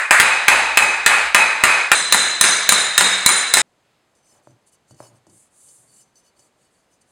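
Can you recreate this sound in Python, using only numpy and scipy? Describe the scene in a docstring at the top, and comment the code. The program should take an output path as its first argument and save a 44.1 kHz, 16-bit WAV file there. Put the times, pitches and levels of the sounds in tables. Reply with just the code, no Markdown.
"""An echoing workshop: a hand hammer planishes a domed steel plate over a stake, in three passages cut hard together.
Each blow is contact noise plus decaying plate modes, with near echoes and a diffuse room tail.
The camera's gain ducks a few ms after each loud peak, its input clips, and the gain climbs back.
A fourth, quiet passage has bare hands lifting the plate off a wooden bench and stroking it: swelling
noise hisses and feeds the plate's modes, while drags and knocks drive bench resonances over faint air."""
import sys
import numpy as np
from scipy import signal
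from scipy.fft import rfft, irfft, next_fast_len
from scipy.io import wavfile
from scipy.ndimage import map_coordinates

SR = 44100
rng = np.random.default_rng(int(sys.argv[2]) if len(sys.argv) > 2 else 0)


def file_out(sig):
    """Save sig as 16-bit WAV at sys.argv[1]."""
    # one column per channel
    cols = np.atleast_2d(sig).T
    # limit, then scale
    lim = np.clip(cols, -1, 1)
    pcm = np.round(lim * 32767).astype(np.int16)
    wavfile.write(sys.argv[1], SR, pcm)


def ratio(d):
    """dB to gain"""
    e = np.asarray(d, float) / 20
    return 10 ** e


N = 313551

# Start of each of the four passages. Each row: time in seconds.
PASSAGE_STARTS = [0, .199, 1.951, 3.618]
LEAD_S = .5  # each hammering passage already runs this long before it is heard

# Workshop air and hiss. Each row: frequency in Hz, relative level in dB.
AIR_SPECTRUM = [(15, -25), (30, -11), (70, -5), (125, 0), (300, -1.5), (600, -1.5), (1400, -8), (3000, -13),
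                (4600, -16), (7500, -17), (10000, -22), (15500, -36)]
AIR_DB = -65
# Room decay. Each row: frequency in Hz, time to fall 60 dB in seconds.
ROOM_DECAY = [(100, 0.3), (500, 0.47), (1800, 0.51), (4000, 0.53), (8000, 0.41), (13000, 0.32)]
# Echoes off bench and wall. Each row: delay in seconds, level in dB before the passage's own echo level.
NEAR_ECHOES = [(.005, 2.5), (0.0107, 1), (.019, -4.5)]
# Notches of the microphone housing. Each row: frequency in Hz, width in Hz, depth from 0 to 1.
HOUSING_NOTCHES = [(5680, 380, .85), (6890, 80, .85)]

# Wooden bench resonances. Each row: frequency in Hz, width in Hz, relative level in dB.
BENCH_RESONANCES = [(119, 14, 2), (328, 80, -4), (593, 60, 2), (926, 460, -7)]
# Rim and wrists drag on the bench. Each row: start in seconds, length in seconds, crest as share of the
# length, rumble in dB, scrape in dB.
BENCH_DRAGS = [(4.27, .19, .5, -72, -62), (4.47, 0.127, 0.32, -55, -65.5), (4.903, 0.095, 0.14, -50.5, -66),
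               (4.98, .12, 0.36, -60, -52), (5.07, 0.178, .3, -58, -63), (5.262, 0.158, .12, -55, -70),
               (5.65, .45, 0.38, -72, -71), (6.3, .22, .55, -79, -69)]
# Rim and nails tap. Each row: time in seconds, relative tick strength in dB, relative knock strength in dB.
TAPS = [(4.1514, -55, -64), (4.4718, -57, -35), (4.506, -55, -61), (4.9088, -45, -43), (4.9444, -50, -60),
        (5.003, -45, -27), (5.0268, -45, -42), (5.0676, -44, -51), (5.1569, -57, -58), (5.2676, -49.5, -45),
        (5.2971, -48.5, -67), (5.6877, -42, -59), (6.156, -48.5, -65.5), (6.3934, -43.5, -54),
        (7.0145, -50.5, -65.5)]
# A sleeve moves. Each row: start in seconds, length in seconds, crest as share of the length, level in dB.
SLEEVE_RUSTLES = [(3.72, .4, .5, -70.5)]
# Colour of the cloth. Each row: frequency in Hz, relative level in dB.
CLOTH_SPECTRUM = [(400, -25), (1200, -4), (2500, -1.5), (5000, -8), (8000, -25.5)]
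# Colour of skin on steel, before the plate colours it. Each row: frequency in Hz, relative level in dB.
SKIN_SPECTRUM = [(2060, -46.5), (3500, -22), (4870, -20), (5310, -22.5), (5760, -15), (7250, -4.5),
                 (9600, -1), (13400, -24), (15500, -28)]
# Skin slides on the plate. Each row: start in seconds, length in seconds, crest as share of the length,
# hiss in dB, drive of the ring in dB.
SKIN_STROKES = [(4.145, .08, .2, -71, -54), (4.21, .2, 0.6, -64.5, -43.5), (4.415, .14, .15, -72, -51),
                (4.658, .05, .4, -58, -50), (4.71, 0.054, .5, -59, -45.5), (4.865, 0.073, 0.64, -66, -43),
                (4.94, .18, 0.58, -61, -36.5), (5.11, 0.081, .7, -69, -50), (5.262, .24, .52, -55, -58),
                (5.49, .43, .44, -51.5, -49), (5.85, .198, .78, -55, -40), (6.03, .1, .3, -76, -56),
                (6.14, 0.087, .45, -67, -41), (6.22, .09, .5, -70, -43.5), (6.345, .16, .45, -65, -44),
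                (6.55, .16, .6, -72, -50.5), (6.69, .19, .3, -72, -54), (6.89, .085, .55, -73, -50),
                (7.005, .03, .3, -66, -50), (7.045, .14, 0.48, -67, -56)]
# Modes of the plate held loose. Each row: frequency in Hz.
LOOSE_MODES_HZ = [2970, 4560, 5210, 6090, 6780, 7300, 7790, 8320, 8656, 9450, 10590, 11050, 12316]
# The same modes' resonance. Each row: width in Hz, relative level in dB.
LOOSE_MODES_RING = [(40.2, -10), (40.2, -2.5), (50, -4), (35, 2.5), (25, 1), (60.4, -4), (50, -6.5),
                    (50, -5), (40, -1.5), (60, -9), (60, -12), (50, -19), (50.4, -21)]
STROKE_SHAPE, DRAG_SHAPE = 1.3, 1.3  # pointedness of the swells (exponent)

# Colour of the clack in the first passage, before tilt. Each row: frequency in Hz, relative level in dB.
FIRST_CLACK = [(40, -31), (300, -24), (900, -5), (1800, 3), (2700, -7.5), (3200, -20), (4200, -19),
               (5500, -25), (8000, -14), (10500, -20.5), (13000, -35), (16000, -44)]
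# The same on the ridge. Each row: frequency in Hz, relative level in dB.
RIDGE_CLACK = [(40, -26.5), (300, -14.5), (900, 1.5), (1800, 3.5), (2700, -1), (3200, -11.5), (4200, -11),
               (5500, -20), (8000, -12), (10500, -18.5), (13000, -34), (16000, -46.5)]
# The same on the edge. Each row: frequency in Hz, relative level in dB.
EDGE_CLACK = [(40, -29), (300, -15), (900, -7), (1800, 2), (2700, -6), (3200, -16), (4200, -7.5),
              (5500, -19.5), (8300, -1.5), (10500, -11), (13000, -22), (16000, -40)]
# Plate and stake, gripped for the ridge. Each row: mode frequency in Hz, time to fall 60 dB in seconds.
RIDGE_MODES = [(904, .1), (2540, .095), (4026, .06), (5318, .05), (6223, .06), (6653, .05), (7213, .05),
               (8656, .05), (9345, .05), (9862, .05), (11132, .04), (12790, .04)]
# Strength of those modes before tilt. Each row: relative level in dB.
RIDGE_MODES_DB = [-17, -4, -18, -21.5, -18, -22, -20, -20, -21.5, -23, -27, -34]
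# Plate and stake, gripped for the edge. Each row: mode frequency in Hz, time to fall 60 dB in seconds.
EDGE_MODES = [(1787, .05), (2282, .06), (3748, .09), (4040, .055), (5275, .04), (6158, .05), (6718, .05),
              (7108, .05), (7740, .06), (8520, .06), (9304, .09), (10056, .05)]
# Strength of those modes before tilt. Each row: relative level in dB.
EDGE_MODES_DB = [-18, -14.5, -11, -5.5, -15, -11, -14, -8, -12, -8.5, -10.5, -15.5]
# The stake's stand thrums, ridge. Each row: frequency in Hz, level in dB re the clack, 60 dB fall in seconds.
RIDGE_STAND = [(62, -47, .9), (120, -41.5, .4)]
# The stand, edge. Each row: frequency in Hz, level in dB re the clack, 60 dB fall in seconds.
EDGE_STAND = [(52, -56, .9), (120, -50, .6), (190, -46, .45)]
# Hammer blows. Each row: passage, time in seconds, clack in dB, ring in dB, both ahead of the camera.
HAMMER_BLOWS = [("first", -.17, 0.5, -16), ("first", .1088, 15, -17.5), ("ridge", .1995, 14.5, 4),
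                ("ridge", .4819, 15, 1.5), ("ridge", .7727, 10.5, 0.5), ("ridge", 1.0621, 9.5, -9.5),
                ("ridge", 1.3464, 13, 1.8), ("ridge", 1.6373, 8.5, -2.5), ("ridge", 1.9166, 14.5, 0.5),
                ("edge", 1.84, 11.5, 8), ("edge", 2.1242, 10, 5), ("edge", 2.411, 11, 7),
                ("edge", 2.6909, 11, 7), ("edge", 2.9787, 11, 7), ("edge", 3.2616, 11, 7),
                ("edge", 3.5385, 11, 7)]
# The plate jumps and falls back on the stake. Each row: passage, time in seconds, clack in dB, ring in dB,
# both ahead of the camera.
PLATE_REBOUNDS = [("ridge", 0.23, -6, 2.5), ("ridge", .517, 0, 7.2), ("ridge", .822, -3, 3.7),
                  ("ridge", 1.116, -6, -9), ("ridge", 1.388, -3.5, 7), ("ridge", 1.682, -4, -9.5),
                  ("edge", 1.87, 15, -9), ("edge", 2.1456, 14, -8.5), ("edge", 2.179, -1.5, -12),
                  ("edge", 2.44, 14.5, -9), ("edge", 2.7223, 17.5, -9), ("edge", 3.0092, 17.5, -9),
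                  ("edge", 3.291, 14.5, -9), ("edge", 3.571, 13.5, -9)]
# Brightness in each passage. Each row: tilt of a blow and tilt of a rebound, in dB per octave.
BRIGHTNESS = {"first": (.6, .6), "ridge": (1.5, -2.8), "edge": (1.4, -1.3)}
# A rebound reaches the room less than a blow, and its contact lasts this share.
REBOUND_DRIER_DB, REBOUND_SHARE = 6, .55

# Camera: climb of the gain in dB per second, share of the excess that is ducked, bass roll-off in Hz.
RELEASE_DB_PER_S, DUCK_SLOPE, LOW_CUT_HZ = 68, .9, 90
OVERLOAD = 1.1  # the input stage clips at this amplitude


def unit(x):
    """Scaled to rms 1."""
    return x / np.sqrt(np.mean(x ** 2) + 1e-20)


def along(points, hz):
    """Points of (Hz, value) read on a log frequency axis."""
    f, v = np.transpose(points)
    return np.interp(np.log(hz + 1), np.log(f + 1), v)


def filtered(x, response):
    """Passes x through a response given as a function of frequency."""
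    size = next_fast_len(len(x) + 8192)
    return irfft(rfft(x, size) * response(np.fft.rfftfreq(size, 1 / SR)), size)[:len(x)]


def resonance(f, centre, width):
    """Band-pass response of one damped oscillator, 1 at its centre."""
    return 1j * f * width / (centre * centre - f * f + 1j * f * width)


def resonances(peaks):
    """Causal response of (Hz, width, dB) resonances, summed with alternating sign."""
    def response(f):
        return sum((-1) ** k * ratio(db) * resonance(f, centre, width)
                   for k, (centre, width, db) in enumerate(peaks))
    return response


def noise(size, spectrum):
    """Coloured noise of rms 1."""
    return unit(filtered(rng.standard_normal(size), lambda hz: ratio(along(spectrum, hz))))


def workshop_air():
    """Steady coloured noise for the workshop air and hiss."""
    return ratio(AIR_DB) * noise(N, AIR_SPECTRUM)


def room_tail():
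    """A fresh diffuse tail of energy 1, each frequency dying at its own speed."""
    hz, t, z = signal.stft(rng.standard_normal(SR), SR, nperseg=256)
    decay = ratio(-60 * t / along(ROOM_DECAY, hz)[:, None])
    tail = signal.istft(z * decay, SR, nperseg=256)[1][:SR]
    # echoes thicken over the first moments
    tail = tail * (1 - np.exp(-np.arange(len(tail)) / SR / .028))
    return tail / np.linalg.norm(tail)


def microphone(x):
    """The housing cuts two narrow notches, each a resonance taken away from the direct sound."""
    def response(f):
        return np.prod([1 - depth * resonance(f, centre, width) for centre, width, depth in HOUSING_NOTCHES], 0)
    return filtered(x, response)


def gain_control(x, threshold_db, slope, release_db, attack):
    """Ducks a few ms after a loud peak, then climbs back at a steady number of dB a second."""
    def late(v):
        rate = 1 / (attack * SR)
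        return signal.lfilter([rate], [1, rate - 1], v)
    level_db = 10 * np.log10(late(x ** 2) + 1e-12)
    need_db = slope * np.maximum(level_db - threshold_db, 0)
    climb_db = release_db * np.arange(len(x)) / SR
    duck_db = np.maximum.accumulate(need_db + climb_db) - climb_db
    return x * ratio(-late(duck_db))


def swells(rows, shape):
    """Each slide swells to its crest and fades; one gain curve for each dB column."""
    t = np.arange(N) / SR
    gains = 0
    for start, length, crest, *levels_db in rows:
        peak = np.clip(crest, .05, .95)
        phase = np.interp(t, [start, start + peak * length, start + length], [0, np.pi / 2, np.pi])
        gains = gains + ratio(np.array(levels_db))[:, None] * abs(np.sin(phase)) ** shape
    return gains


def grain(size_db):
    """Uneven stick and slip: noise whose grains vary in size, at rms 1."""
    sizes = ratio(size_db * rng.exponential(size=N))
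    return unit(sizes * rng.standard_normal(N))


def loose_plate():
    """Response of the plate held loose in the hands, a sum of its modes."""
    return resonances([(hz, *mode) for hz, mode in zip(LOOSE_MODES_HZ, LOOSE_MODES_RING)])


def sleeve():
    """Cloth rubs as a sleeve moves: a soft swell of coloured noise."""
    return swells(SLEEVE_RUSTLES, STROKE_SHAPE)[0] * noise(N, CLOTH_SPECTRUM)


def bench_drags():
    """Rubbing on the bench: low modes rumble, upper ones scrape with stick and slip."""
    rumble_gain, scrape_gain = swells(BENCH_DRAGS, DRAG_SHAPE)
    low, broad = resonances(BENCH_RESONANCES[:2]), resonances([(125, 160, 0)])
    rumble = unit(filtered(rng.standard_normal(N), lambda hz: low(hz) * broad(hz)))
    scrape = unit(filtered(grain(1.8), resonances(BENCH_RESONANCES[1:])))
    return rumble_gain * rumble + scrape_gain * scrape


def taps():
    """Impulses tick on the plate and softer pulses knock the bench, with a little room."""
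    ticks, knocks = np.zeros((2, N))
    for at, tick_db, knock_db in TAPS:
        ticks[round(at * SR)] = ratio(tick_db)
        knocks[round(at * SR)] = ratio(knock_db)
    knocks = np.convolve(knocks, np.hanning(26) / 12)[:N]  # soft contact, half a millisecond long
    plate = loose_plate()
    tick = filtered(ticks, lambda hz: ratio(along(SKIN_SPECTRUM, hz) / 2) + 25 * plate(hz))
    knock = filtered(knocks, resonances(BENCH_RESONANCES))
    near = ratio(6) * tick + ratio(36) * knock
    return near + ratio(-17) * signal.fftconvolve(near, room_tail())[:N]


def squeaks(push, shift_db, rate):
    """The fingers move over the plate, so each mode is fed now strongly, now weakly."""
    out = np.zeros(N)
    for hz, (width_hz, db) in zip(LOOSE_MODES_HZ, LOOSE_MODES_RING):
        points = rng.standard_normal(round(N * rate / SR) + 4)
        wander = map_coordinates(points, [np.arange(N) * rate / SR])
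        mode = signal.iirpeak(hz, hz / width_hz, SR)
        out += ratio(db) * signal.lfilter(*mode, push * ratio(shift_db * wander))
    return out


def skin_strokes():
    """Skin hisses on the steel by friction and sets the plate's modes ringing."""
    hiss_gain, ring_gain = swells(SKIN_STROKES, STROKE_SHAPE)
    plate = loose_plate()
    hiss = unit(filtered(grain(1.2), lambda hz: ratio(along(SKIN_SPECTRUM, hz)) * (1 + 1.9 * abs(plate(hz)))))
    return hiss_gain * hiss + squeaks(ring_gain * grain(2), shift_db=3.5, rate=9)  # rate in Hz


def handling():
    """The quiet passage: air, sleeve, bench, taps and strokes through the microphone housing."""
    return microphone(workshop_air() + sleeve() + bench_drags() + taps() + skin_strokes())


def ringing(modes, db, t, spread_db, split):
    """Each mode is a close cluster of three that beats, at a new strength each blow."""
    def side_tone(hz):
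        return np.sin(2 * np.pi * hz * (1 + split * rng.standard_normal()) * t)
    out = 0
    for hz, level_db, t60 in modes:
        cluster = .8 * np.sin(2 * np.pi * hz * t) + .45 * (side_tone(hz) + side_tone(hz))
        out = out + ratio(db + level_db + rng.normal(0, spread_db) - 60 * t / t60) * cluster
    return out


def blow(clack_db, ring_db, tilt_db, colour, modes, levels, stand, clack_t60, echo_db, wet_db):
    """A burst of contact noise and the plate's modes, direct, off near surfaces and through the room."""
    t = np.arange(SR // 2) / SR

    def tilt(hz):
        return tilt_db * np.log2(hz / 2000)

    tilted = [(hz, db + tilt(hz)) for hz, db in colour]
    tilted_modes = [(hz, db + tilt(hz), t60) for (hz, t60), db in zip(modes, levels)]
    fade = ratio(clack_db - 60 * t / clack_t60)
    clack = fade * noise(len(t), tilted)
    ring = ringing(tilted_modes, ring_db, t, spread_db=2.5, split=0.0055)
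    thrum = ringing(stand, clack_db, t, spread_db=3.0, split=0.049)
    near = clack + ring + thrum
    for delay, db in NEAR_ECHOES:  # each echo also repeats the ones before it
        near = near + ratio(db + echo_db) * np.pad(near, (round(delay * SR), 0))[:len(t)]
    tail = room_tail()
    # heard from all sides at once, the clack keeps its energy and its even colour
    clack_tail = filtered(tail, lambda hz: ratio(along(tilted, hz)))
    clack_tail = clack_tail * np.linalg.norm(fade) / np.linalg.norm(clack_tail)
    ring_tail = signal.fftconvolve(ring, tail)[:len(tail)]
    return np.pad(near, (0, len(tail) - len(t))) + ratio(wet_db) * (clack_tail + ring_tail)


def hammering(name, threshold_db, *plate, wet_db, clack_t60, echo_db):
    """One passage of blows and rebounds: housing, late ducking, clipped input and bass roll-off."""
    lead = round(LEAD_S * SR)
    x = np.zeros(lead + N)
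    kinds = (HAMMER_BLOWS, 0, 1), (PLATE_REBOUNDS, REBOUND_DRIER_DB, REBOUND_SHARE)
    for (table, drier_db, share), tilt_db in zip(kinds, BRIGHTNESS[name]):
        for passage, at, clack_db, ring_db in table:
            if passage != name:
                continue
            sound = blow(clack_db, ring_db, tilt_db, *plate, clack_t60 * share, echo_db, wet_db - drier_db)
            x[lead + round(at * SR):][:len(sound)] += sound
    ducked = gain_control(microphone(x), threshold_db, DUCK_SLOPE, RELEASE_DB_PER_S, attack=.0025)
    clipped = np.clip(ducked, -OVERLOAD, OVERLOAD)
    return signal.lfilter(*signal.butter(1, LOW_CUT_HZ, "high", fs=SR), clipped)[lead:]


def scene():
    """The four passages joined by hard cuts."""
    ridge = RIDGE_MODES, RIDGE_MODES_DB, RIDGE_STAND
    edge = EDGE_MODES, EDGE_MODES_DB, EDGE_STAND
    passages = [
        hammering("first", -11, FIRST_CLACK, *ridge, clack_t60=0.034, echo_db=-2.0, wet_db=11),
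        hammering("ridge", -10, RIDGE_CLACK, *ridge, clack_t60=0.031, echo_db=-3.0, wet_db=3.5),
        hammering("edge", -9.0, EDGE_CLACK, *edge, clack_t60=.026, echo_db=-8, wet_db=.8),
        handling()]
    playing = np.searchsorted(PASSAGE_STARTS, np.arange(N) / SR, side="right") - 1
    return np.choose(playing, passages)[None]


def low_pass(x):
    """Removes everything above the highest recorded frequency."""
    return signal.sosfilt(signal.butter(12, 16050, fs=SR, output="sos"), x)


def record(dry):
    """The converter clips at full scale."""
    mix = np.clip(dry, -1, 1)
    return low_pass(mix)


dry = scene()
out = record(dry)
file_out(out)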